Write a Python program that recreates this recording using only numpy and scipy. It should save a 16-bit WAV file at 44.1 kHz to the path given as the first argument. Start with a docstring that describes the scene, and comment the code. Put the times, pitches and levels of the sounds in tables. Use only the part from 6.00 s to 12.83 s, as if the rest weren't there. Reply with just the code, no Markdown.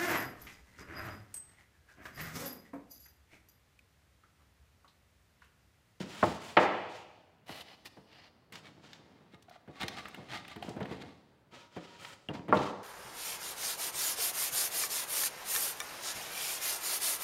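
"""Polystyrene panels with plastic edge strips are fitted together on a wooden table in a bare workshop.
A panel is knocked twice into its groove and rings; hands rub over the foam in dense stick-slip.
A hand chatters down an edge strip. The joint is pressed home: strips tick, foam grinds and squeaks,
the panels judder and thump on the table. Last, a loose panel is dragged up, catches with a chirp
and is knocked against the first. Room echo and faint air lie under it all."""
import sys
import numpy as np
from scipy import signal
from scipy.fft import rfft, irfft, next_fast_len
from scipy.io import wavfile
from scipy.ndimage import uniform_filter1d

SR = 44100
rng = np.random.default_rng(int(sys.argv[2]) if len(sys.argv) > 2 else 0)


def put_to_file(sound):
    """Save the sound as 16-bit audio at rate SR, in the file named by the first command-line argument."""
    columns = np.atleast_2d(sound).T  # one column per channel
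    safe = np.clip(columns, -1, 1)
    whole_steps = np.round(safe * 32767)
    wavfile.write(sys.argv[1], SR, whole_steps.astype(np.int16))


N = 301203
TIME = np.arange(N) / SR
HIT_SAMPLES = SR // 2

# Spectrum of a panel's dense, quickly damped modes. Each row: frequency in Hz, level in dB.
CRACK_SPECTRUM = [(60, -15), (150, -10), (400, -4.5), (900, -2), (1500, -6.5), (4200, -10), (7000, -14),
                  (15000, -25.5)]
# Spectrum of the table top. Each row: frequency in Hz, level in dB.
WORKTABLE_SPECTRUM = [(40, -27), (70, -4.5), (100, 0), (135, -0.5), (190, 2), (330, -3.5), (600, -8),
                      (1200, -10), (3000, 5), (9000, 1)]


def from_db(db):
    """Decibels to gain."""
    return 10 ** (np.asarray(db) / 20)


def unit_rms(x):
    """Scale to unit power."""
    return x / np.sqrt(np.mean(x ** 2) + 1e-20)


def unit_hit(x):
    """Scale to the energy of 10 ms at unit power."""
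    return x / np.sqrt(np.sum(x ** 2) / (.01 * SR) + 1e-20)


def at_hz(points, hz):
    """Interpolate a table over log frequency."""
    points_hz, values = np.transpose(points)
    return np.interp(np.log(hz + 1e-9), np.log(points_hz), values)


def colour(x, spectrum):
    """Minimum-phase filter; white noise keeps its power."""
    size = 2 * next_fast_len(len(x) // 2 + 1)
    gain = unit_rms(from_db(at_hz(spectrum, np.arange(size // 2 + 1) * SR / size)))
    cepstrum = irfft(np.log(gain), size)[:size // 2]
    response = np.exp(2 * rfft(cepstrum, size) - cepstrum[0])
    return irfft(rfft(x, size) * response, size)[:len(x)]


def cut(x, hz, kind, order=2):
    """Causal Butterworth filter."""
    return signal.sosfilt(signal.butter(order, np.clip(hz, 10, .45 * SR), kind, fs=SR, output="sos"), x)


def decay(t60_s, size=HIT_SAMPLES):
    """Exponential decay."""
    return np.exp(-np.log(1000) * TIME[:size] / max(t60_s, 1e-3))


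def add(out, start_s, sound):
    """Mix a sound in at start_s."""
    start = max(int(start_s * SR), 0)
    out[start:start + len(sound)] += sound[:N - start]


def stroke(start_s, end_s, attack_s, release_s):
    """Rise, hold, fall; the ramps reach attack_s and release_s to either side of start and end."""
    full_s = start_s + attack_s
    corners_s = [start_s - attack_s, full_s, max(end_s - release_s, full_s), end_s + release_s]
    return np.interp(TIME, corners_s, [0, 1, 1, 0]) ** 2


def unsteady(depth_db, span_s):
    """Gain of a randomly wavering hand pressure."""
    knots_s = np.arange(0, TIME[-1] + 1, span_s)
    return from_db(depth_db * np.interp(TIME, knots_s, rng.standard_normal(len(knots_s))))


def ring(modes):
    """Struck modes of slightly random strength; neighbours swing in opposite directions."""
    gains = rng.uniform(.85, 1.15, len(modes)) * (-1) ** np.arange(len(modes))
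    return sum(gain * from_db(db) * decay(t60_s) * np.sin(2 * np.pi * hz * TIME[:HIT_SAMPLES])
               for gain, (hz, db, t60_s) in zip(gains, modes))


def burst(t60_s, passes=8):
    """Dense modes dying together, flattened so that no pitch stands out."""
    envelope = decay(t60_s)
    x = rng.standard_normal(HIT_SAMPLES) * envelope
    for _ in range(passes):
        spectrum = rfft(x)
        flat = irfft(spectrum / (np.abs(spectrum) + 1e-12), HIT_SAMPLES) * np.linalg.norm(envelope)
        x = np.clip(flat, -3 * envelope, 3 * envelope)
    return x


def slips(per_s, spread_db):
    """Stick-slip: random impulses of uneven size."""
    sizes = from_db(spread_db * np.minimum(rng.exponential(1, N), 4)) * rng.choice([-1, 1], N)
    return unit_rms(sizes * (rng.random(N) < per_s / SR))


def knocks(crack_db=3, thud_db=-15, room_ring_db=-5):
    """Panel strikes panel, ringing foam and table; soft contact dulls it. 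Returns direct, room feed."""
    # Each row: start in seconds, level in dB, low cut in Hz, contact cut-off in Hz, room send in dB,
    # panel ("upright" or "loose").
    blows = [(0.004, -34, 190, 330, -3.5, "loose"), (0.2274, -24.5, 69.8, 1886, -4.5, "upright"),
             (0.2300, -17.5, 59.9, 1150, -13, "upright"), (0.5680, -21, 402, 3267, -3.5, "upright"),
             (0.5701, -15.5, 340, 2284, 2.5, "upright"), (0.580, -20, 196.3, 1673, -11, "upright"),
             (6.5253, -15.5, 170, 1460, -3, "loose")]
    # Modes of the two panels. Each row: frequency in Hz, level in dB, t60 in seconds.
    upright_modes = [(102, -13.5, 0.25), (185, -8.5, 0.15), (343.5, -6, 0.16), (492.3, -7, 0.089),
                     (614, -2, 0.12), (838, -4, 0.1), (896, -3.5, 0.1), (1091, -5, 0.08),
                     (1266, -6.5, 0.15), (1507, -11.5, 0.065), (1794, -6, 0.03), (2155, -10, 0.072),
                     (2920, -11, 0.026)]
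    loose_modes = [(186, -5.5, .16), (250.5, -9.5, 0.15), (494, -5.5, 0.14), (622.5, -1, 0.15),
                   (908, -6, 0.091), (1129, 2.5, 0.062), (1402, 0.5, 0.08)]
    direct, room_feed = np.zeros((2, N))
    for start_s, db, low_cut_hz, contact_hz, send_db, panel in blows:
        crack = from_db(crack_db) * colour(burst(t60_s=0.05), CRACK_SPECTRUM)
        thud = from_db(thud_db) * colour(burst(t60_s=0.12), WORKTABLE_SPECTRUM)
        ringing = ring(upright_modes if panel == "upright" else loose_modes) / 2
        for out, ring_db, level_db in ((direct, 0, db), (room_feed, room_ring_db, db + send_db)):
            body = cut(from_db(ring_db) * ringing + crack + thud, low_cut_hz, "high", order=1)
            add(out, start_s, from_db(level_db) * unit_hit(cut(body, contact_hz, "low", order=4)))
    return direct, room_feed


def foam_friction(strokes, rub_db, sing_db):
    """Sliding on foam: dense fine slips with hiss on top; the panel's modes sing along."""
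    # Each row: frequency in Hz, level in dB.
    rub_spectrum = [(53, -24), (90, 0.5), (334, -6.5), (1060, -5), (2890, -4), (4950, -9.5), (7280, -17.5),
                    (11700, -45), (19800, -120)]
    hiss_spectrum = [(4500, -15.5), (7000, 8.5), (9000, 3.5), (13000, -5), (15500, -7)]
    # Modes of a rubbed panel. Each row: frequency in Hz, level in dB, t60 in seconds.
    panel_modes = [(555, -5, .11), (949, -3, 0.17), (1290, -2, 0.089), (1420, -6.5, 0.0834),
                   (2320, -4.5, 0.014), (3140, -2, .035)]
    rub_gain, hiss_gain = np.zeros((2, N))
    for start_s, end_s, db, hiss_db in strokes:
        speed = np.sqrt(stroke(start_s, end_s, attack_s=0.11 * (end_s - start_s), release_s=0.035))
        rub_gain += from_db(db) * speed
        hiss_gain += from_db(hiss_db) * speed
    rub = from_db(rub_db) * rub_gain * colour(slips(per_s=7000, spread_db=1.5), rub_spectrum)
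    hiss = hiss_gain * colour(slips(per_s=9000, spread_db=3.5), hiss_spectrum)
    panel = ring(panel_modes)
    singing = signal.fftconvolve(rub_gain * rng.standard_normal(N), panel / np.linalg.norm(panel))[:N]
    return (rub + hiss) * unsteady(depth_db=1.8, span_s=0.014) + from_db(sing_db) * singing


def hand_rubs():
    """Hands and sleeves brush over the foam."""
    # Each row: start and end in seconds, relative level in dB, hiss level in dB.
    strokes = [(0, 0.047, -46.5, -63.5), (0.084, 0.375, -48, -62), (0.235, 0.295, -51.5, -65),
               (0.41, 0.545, -50, -63.5), (0.59, 0.65, -40.5, -59.5), (0.895, 1.025, -54, -72.5),
               (2.53, 2.59, -51, -66.5), (2.825, 2.984, -59, -81), (4.623, 4.739, -54.5, -68)]
    return foam_friction(strokes, rub_db=-2, sing_db=-11.5)


def judders(gain_db=-2, top_hz=900):
    """Slow, heavy slips shake the panels against the table."""
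    # Each row: start and end in seconds, relative level in dB.
    pushes = [(0, 0.103, -46), (2.497, 3.318, -59.5), (3.842, 4.573, -56), (4.602, 5.116, -49),
              (6.303, 6.453, -46), (6.49, 6.526, -32)]
    force = sum(from_db(db) * stroke(start_s, end_s, attack_s=0.0066, release_s=0.071)
                for start_s, end_s, db in pushes)
    shake = cut(colour(slips(per_s=550, spread_db=4.0), WORKTABLE_SPECTRUM), top_hz, "low", order=3)
    return from_db(gain_db) * force * unit_rms(shake)


def snap(hz, t60_s, fizz_db, fizz_top_hz=9000):
    """One small contact: a noise crackle around hz with a brighter fizz."""
    low_hz, high_hz = 0.58 * hz, 1.164 * hz
    crackle = rng.standard_normal(HIT_SAMPLES) * decay(t60_s) * (1 - decay(t60_s=0.0033))
    body = cut(cut(crackle, high_hz, "low", order=3), low_hz, "high", order=1)
    fizz = from_db(fizz_db) * cut(crackle, [low_hz, fizz_top_hz], "band", order=1)
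    return unit_hit(body + fizz)


def bumps(gain_db=-8, contact_hz=800, click_db=-16):
    """A panel drops or shifts on the table: a padded thump with a dull click."""
    # Each row: start in seconds, relative level in dB, low cut in Hz.
    drops = [(0.262, -22.5, 50), (1.49, -36, 150), (1.967, -40, 219), (3.332, -42.5, 120), (3.676, -35, 70),
             (3.832, -28, 60), (4.173, -34, 130), (4.558, -32, 80), (4.679, -28, 60), (4.762, -28, 80),
             (4.803, -23, 80), (4.909, -27.5, 60.3), (5.522, -42.5, 403), (5.763, -28, 200),
             (6.287, -26, 130), (6.340, -29, 130), (6.482, -22.5, 130), (6.548, -15.5, 170)]
    out = np.zeros(N)
    for start_s, db, low_cut_hz in drops:
        wood = colour(burst(t60_s=0.16), WORKTABLE_SPECTRUM) * (1 - decay(t60_s=0.025))
        thump = cut(cut(wood, low_cut_hz, "high", order=1), contact_hz, "low", order=3)
        click = from_db(click_db) * snap(hz=1360, t60_s=0.08, fizz_db=-28.5)
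        add(out, start_s, from_db(db + gain_db) * (unit_hit(thump) + click))
    return out


def strip_ring(drive, modes, detune=0.0405):
    """Slips ring the edge strip; each grip detunes its modes at random."""
    held_modes = [(hz * (1 + detune * rng.standard_normal()), db, t60_s) for hz, db, t60_s in modes]
    response = ring(held_modes)[:SR // 10]
    return signal.oaconvolve(drive, response / np.linalg.norm(response))[:N]


def strip_slides(gain_db=-1, ring_db=-4, firm_db=-47, firm_hiss_db=-54.5, hiss_db_per_db=2.4):
    """Skin chatters down the hollow strip and rings it; a firmer slide is brighter."""
    # Each row: start and end in seconds, relative level in dB.
    slides = [(1.481, 1.595, -48.5), (1.601, 1.622, -47), (1.655, 1.751, -56), (1.852, 1.878, -47.5),
              (2.09, 2.282, -58.5)]
    # Each row: frequency in Hz, level in dB.
    scrape_spectrum = [(150, -4), (330, -6.5), (750, 2.5), (1400, -5), (2100, -0.5), (5200, -7.5),
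                       (6200, -15), (15000, -46)]
    hiss_spectrum = [(4500, -1.5), (6500, -3), (13500, -4), (15500, -11)]
    # Each row: frequency in Hz, level in dB, t60 in seconds.
    strip_modes = [(2020, -2.5, 0.019), (2915, 11, 0.02), (4030, -3, 0.013), (5130, 1, 0.028)]
    chatter = unit_rms(unsteady(depth_db=2.0, span_s=0.0048))
    grains = slips(per_s=5100, spread_db=2.0) * chatter
    scrape = colour(grains, scrape_spectrum)
    hiss = colour(slips(per_s=8100, spread_db=-1), hiss_spectrum) * chatter
    out = np.zeros(N)
    for start_s, end_s, db in slides:
        speed = np.sqrt(stroke(start_s, end_s, attack_s=0.21 * (end_s - start_s), release_s=0.011))
        ringing = from_db(ring_db) * strip_ring(speed * grains, strip_modes)
        out += from_db(db + gain_db) * (speed * scrape + ringing)
        out += from_db(firm_hiss_db + hiss_db_per_db * (db - firm_db)) * speed * hiss
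    return out


def ticks(gain_db=2, t60_s=0.03):
    """The edge strips snap into place over a few foam beads."""
    # Each row: start in seconds, relative level in dB, centre in Hz, fizz gain in dB.
    snaps = [(1.493, -48, 1700, -31), (2.523, -53, 3220, -11), (2.555, -49, 4000, -16),
             (2.931, -52, 3900, -20), (3.424, -65, 5000, -3), (3.495, -63.5, 4500, -2),
             (3.812, -42.5, 3370, -13.5), (3.832, -44.5, 2500, -21), (3.881, -40, 4570, -10),
             (4.055, -45, 1970, -27), (4.083, -53, 2180, -13.5), (4.145, -48, 2520, -18),
             (4.449, -52.5, 2340, -28), (4.48, -53, 3520, -11), (4.561, -54, 3060, -13),
             (4.625, -47, 2460, -21), (4.691, -55.5, 6260, -3), (4.807, -56, 1710, -38),
             (4.828, -52, 3030, -28), (4.855, -49.5, 1870, -29), (6.048, -46.5, 2720, -28),
             (6.351, -57, 3770, -18), (6.570, -42.5, 3230, -23)]
    out = np.zeros(N)
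    for start_s, db, hz, fizz_db in snaps:
        add(out, start_s, from_db(db + gain_db) * snap(hz, t60_s, fizz_db))
    return out


def squeaks(length_s=0.013, jitter=0.18, db_per_harmonic=-13, rasp_band_hz=(2550, 4100)):
    """Foam on foam: slips lock briefly into an unsteady pitch, each with a puff of rasp."""
    # Each row: start in seconds, level in dB, slip rate in Hz, relative rasp level in dB.
    events = [(1.606, -50, 2900, 7), (3.481, -48.5, 723, -14), (3.507, -46, 690, -17),
              (3.556, -47.5, 704, -14), (4.622, -37, 750, -10)]
    size = int(length_s * SR)
    out = np.zeros(N)
    for start_s, db, hz, rasp_db in events:
        waver = unit_rms(uniform_filter1d(rng.standard_normal(SR), size=30))[:size]
        phase = 2 * np.pi * np.cumsum(hz * (1 + jitter * waver)) / SR
        tone = sum(from_db(db_per_harmonic * k) * np.sin((k + 1) * phase) for k in range(4))
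        puffs = rng.standard_normal(size) * (1 + np.cos(phase)) ** 2
        rasp = from_db(rasp_db) * unit_rms(cut(puffs, rasp_band_hz, "band")) / 2
        add(out, start_s, from_db(db) * np.hanning(size) * (tone + rasp))
    return out


def grinding(crunch_db=-1, ring_db=-7, push_ramp_s=0.12):
    """Foam forced along its groove: coarse, uneven slips that ring the edge strip."""
    # The long push on the joint. Each row: time in seconds, relative level in dB.
    push_curve = [(2.95, -64), (3.029, -69.5), (3.65, -80), (3.77, -55.5), (3.94, -52), (4.14, -60),
                  (4.789, -69), (4.901, -55.5), (5.199, -62.5)]
    # The joint gives way. Each row: start and end in seconds, relative level in dB, ramp in seconds.
    lurches = [(2.636, 2.693, -51, 0.036), (3.323, 3.338, -58, 0.026), (3.506, 3.569, -60, 0.013),
               (3.799, 3.846, -40, 0.01), (3.969, 4.003, -39.5, 0.017), (4.298, 4.39, -40, 0.041),
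               (4.48, 4.545, -51, 0.019), (4.91, 4.944, -52.5, 0.018), (5.008, 5.031, -49.5, 0.01)]
    # Each row: frequency in Hz, level in dB.
    crunch_spectrum = [(150, 2.5), (350, -4.5), (500, -12.5), (750, 7.5), (950, 1.5), (1300, -2), (2100, 0),
                       (4000, -3), (5500, -13), (8000, -18.5), (15500, -33.5)]
    # Each row: frequency in Hz, level in dB, t60 in seconds.
    strip_modes = [(740, 2.5, 0.041), (1193, 11, 0.064), (2157, 8.5, 0.056), (2900, 5, 0.042),
                   (4100, -12, 0.017)]
    beads = unit_rms(slips(per_s=2600, spread_db=2.0) * unsteady(depth_db=2.0, span_s=0.0033))
    crunch = from_db(crunch_db) * colour(beads, crunch_spectrum)
    push_s, push_db = np.transpose(push_curve)
    push_gate = stroke(push_s[0], push_s[-1], push_ramp_s, push_ramp_s)
    forces = [from_db(np.interp(TIME, push_s, push_db)) * push_gate]
    for start_s, end_s, db, ramp_s in lurches:
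        forces.append(from_db(db) * stroke(start_s, end_s, ramp_s, ramp_s))
    return sum(force * crunch + from_db(ring_db) * strip_ring(force * beads, strip_modes)
               for force in forces)


def panel_drags():
    """The loose panel is dragged over the table and along its neighbour."""
    # Each row: start and end in seconds, relative level in dB, hiss level in dB.
    strokes = [(5.522, 5.655, -54.5, -74.5), (5.73, 6, -56.5, -77), (6.0, 6.14, -50.5, -63),
               (6.335, 6.38, -50.5, -71), (6.53, 6.7, -46, -64)]
    return foam_friction(strokes, rub_db=-2.5, sing_db=-5.5)


def panel_catch(start_s=6.2868, level_db=-39.5, scratch_db=-21):
    """The loose panel catches: a quick run of slips sets the edge strip chirping over a scratch."""
    # Each row: frequency in Hz, level in dB, t60 in seconds.
    chirp_modes = [(2800, -0.17, .03), (3200, -2, 0.02)]
    slip_run = burst(t60_s=0.016)
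    chirp = unit_hit(signal.fftconvolve(slip_run, ring(chirp_modes))[:HIT_SAMPLES])
    scratch = from_db(scratch_db) * unit_hit(colour(slip_run, CRACK_SPECTRUM))
    out = np.zeros(N)
    add(out, start_s, from_db(level_db) * (chirp + scratch))
    return out


def workshop_echo(x, build_t60_s=0.012):
    """Diffuse echo of bare walls: builds quickly, decays band by band."""
    # Each row: frequency in Hz, t60 in seconds.
    decay_times = [(100, 0.9), (250, 0.74), (600, 1.0764), (1500, 0.7), (3500, 1.21), (7000, 1.36)]
    # Each row: frequency in Hz, level in dB.
    echo_spectrum = [(60, 1), (150, 3), (450, 1.5), (2500, -4), (6000, -1.5), (14000, -10)]
    edges_hz = np.geomspace(45, 18000, 13)
    tail = np.zeros(SR)
    for low_hz, high_hz in zip(edges_hz, edges_hz[1:]):
        hz = np.sqrt(low_hz * high_hz)
        band = cut(rng.standard_normal(SR), [low_hz, high_hz], "band")
        tail += band * from_db(at_hz(echo_spectrum, hz)) * decay(at_hz(decay_times, hz), SR)
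    tail *= 1 - decay(build_t60_s, SR)
    return signal.fftconvolve(x, tail / np.linalg.norm(decay(t60_s=0.92, size=SR)))[:N]


def still_air(level_db=-66):
    """Faint, dark noise of the room."""
    # Each row: frequency in Hz, level in dB.
    air_spectrum = [(40, -0.5), (100, 2), (1500, -14.5), (6000, -34.5), (15500, -38)]
    return from_db(level_db) * colour(rng.standard_normal(N), air_spectrum)


def scene(knock_send_db=-2, handling_send_db=-8):
    """Knocks and handling noise with their echo, over still air; mono."""
    blows, room_feed = knocks()
    handling = hand_rubs() + panel_drags() + bumps() + ticks() + squeaks()
    handling += strip_slides() + grinding() + judders()
    echo = workshop_echo(from_db(knock_send_db) * room_feed + from_db(handling_send_db) * handling)
    return (blows + handling + echo + still_air() + panel_catch())[None]


def record(dry, low_cut_hz=77, top_hz=15800):
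    """The microphone sheds the deep bass; the top is cut steeply."""
    thin = cut(dry, low_cut_hz, "high", order=3)
    return signal.sosfilt(signal.ellip(10, .2, 70, top_hz, fs=SR, output="sos"), thin)


dry = scene()
out = record(dry)
put_to_file(out)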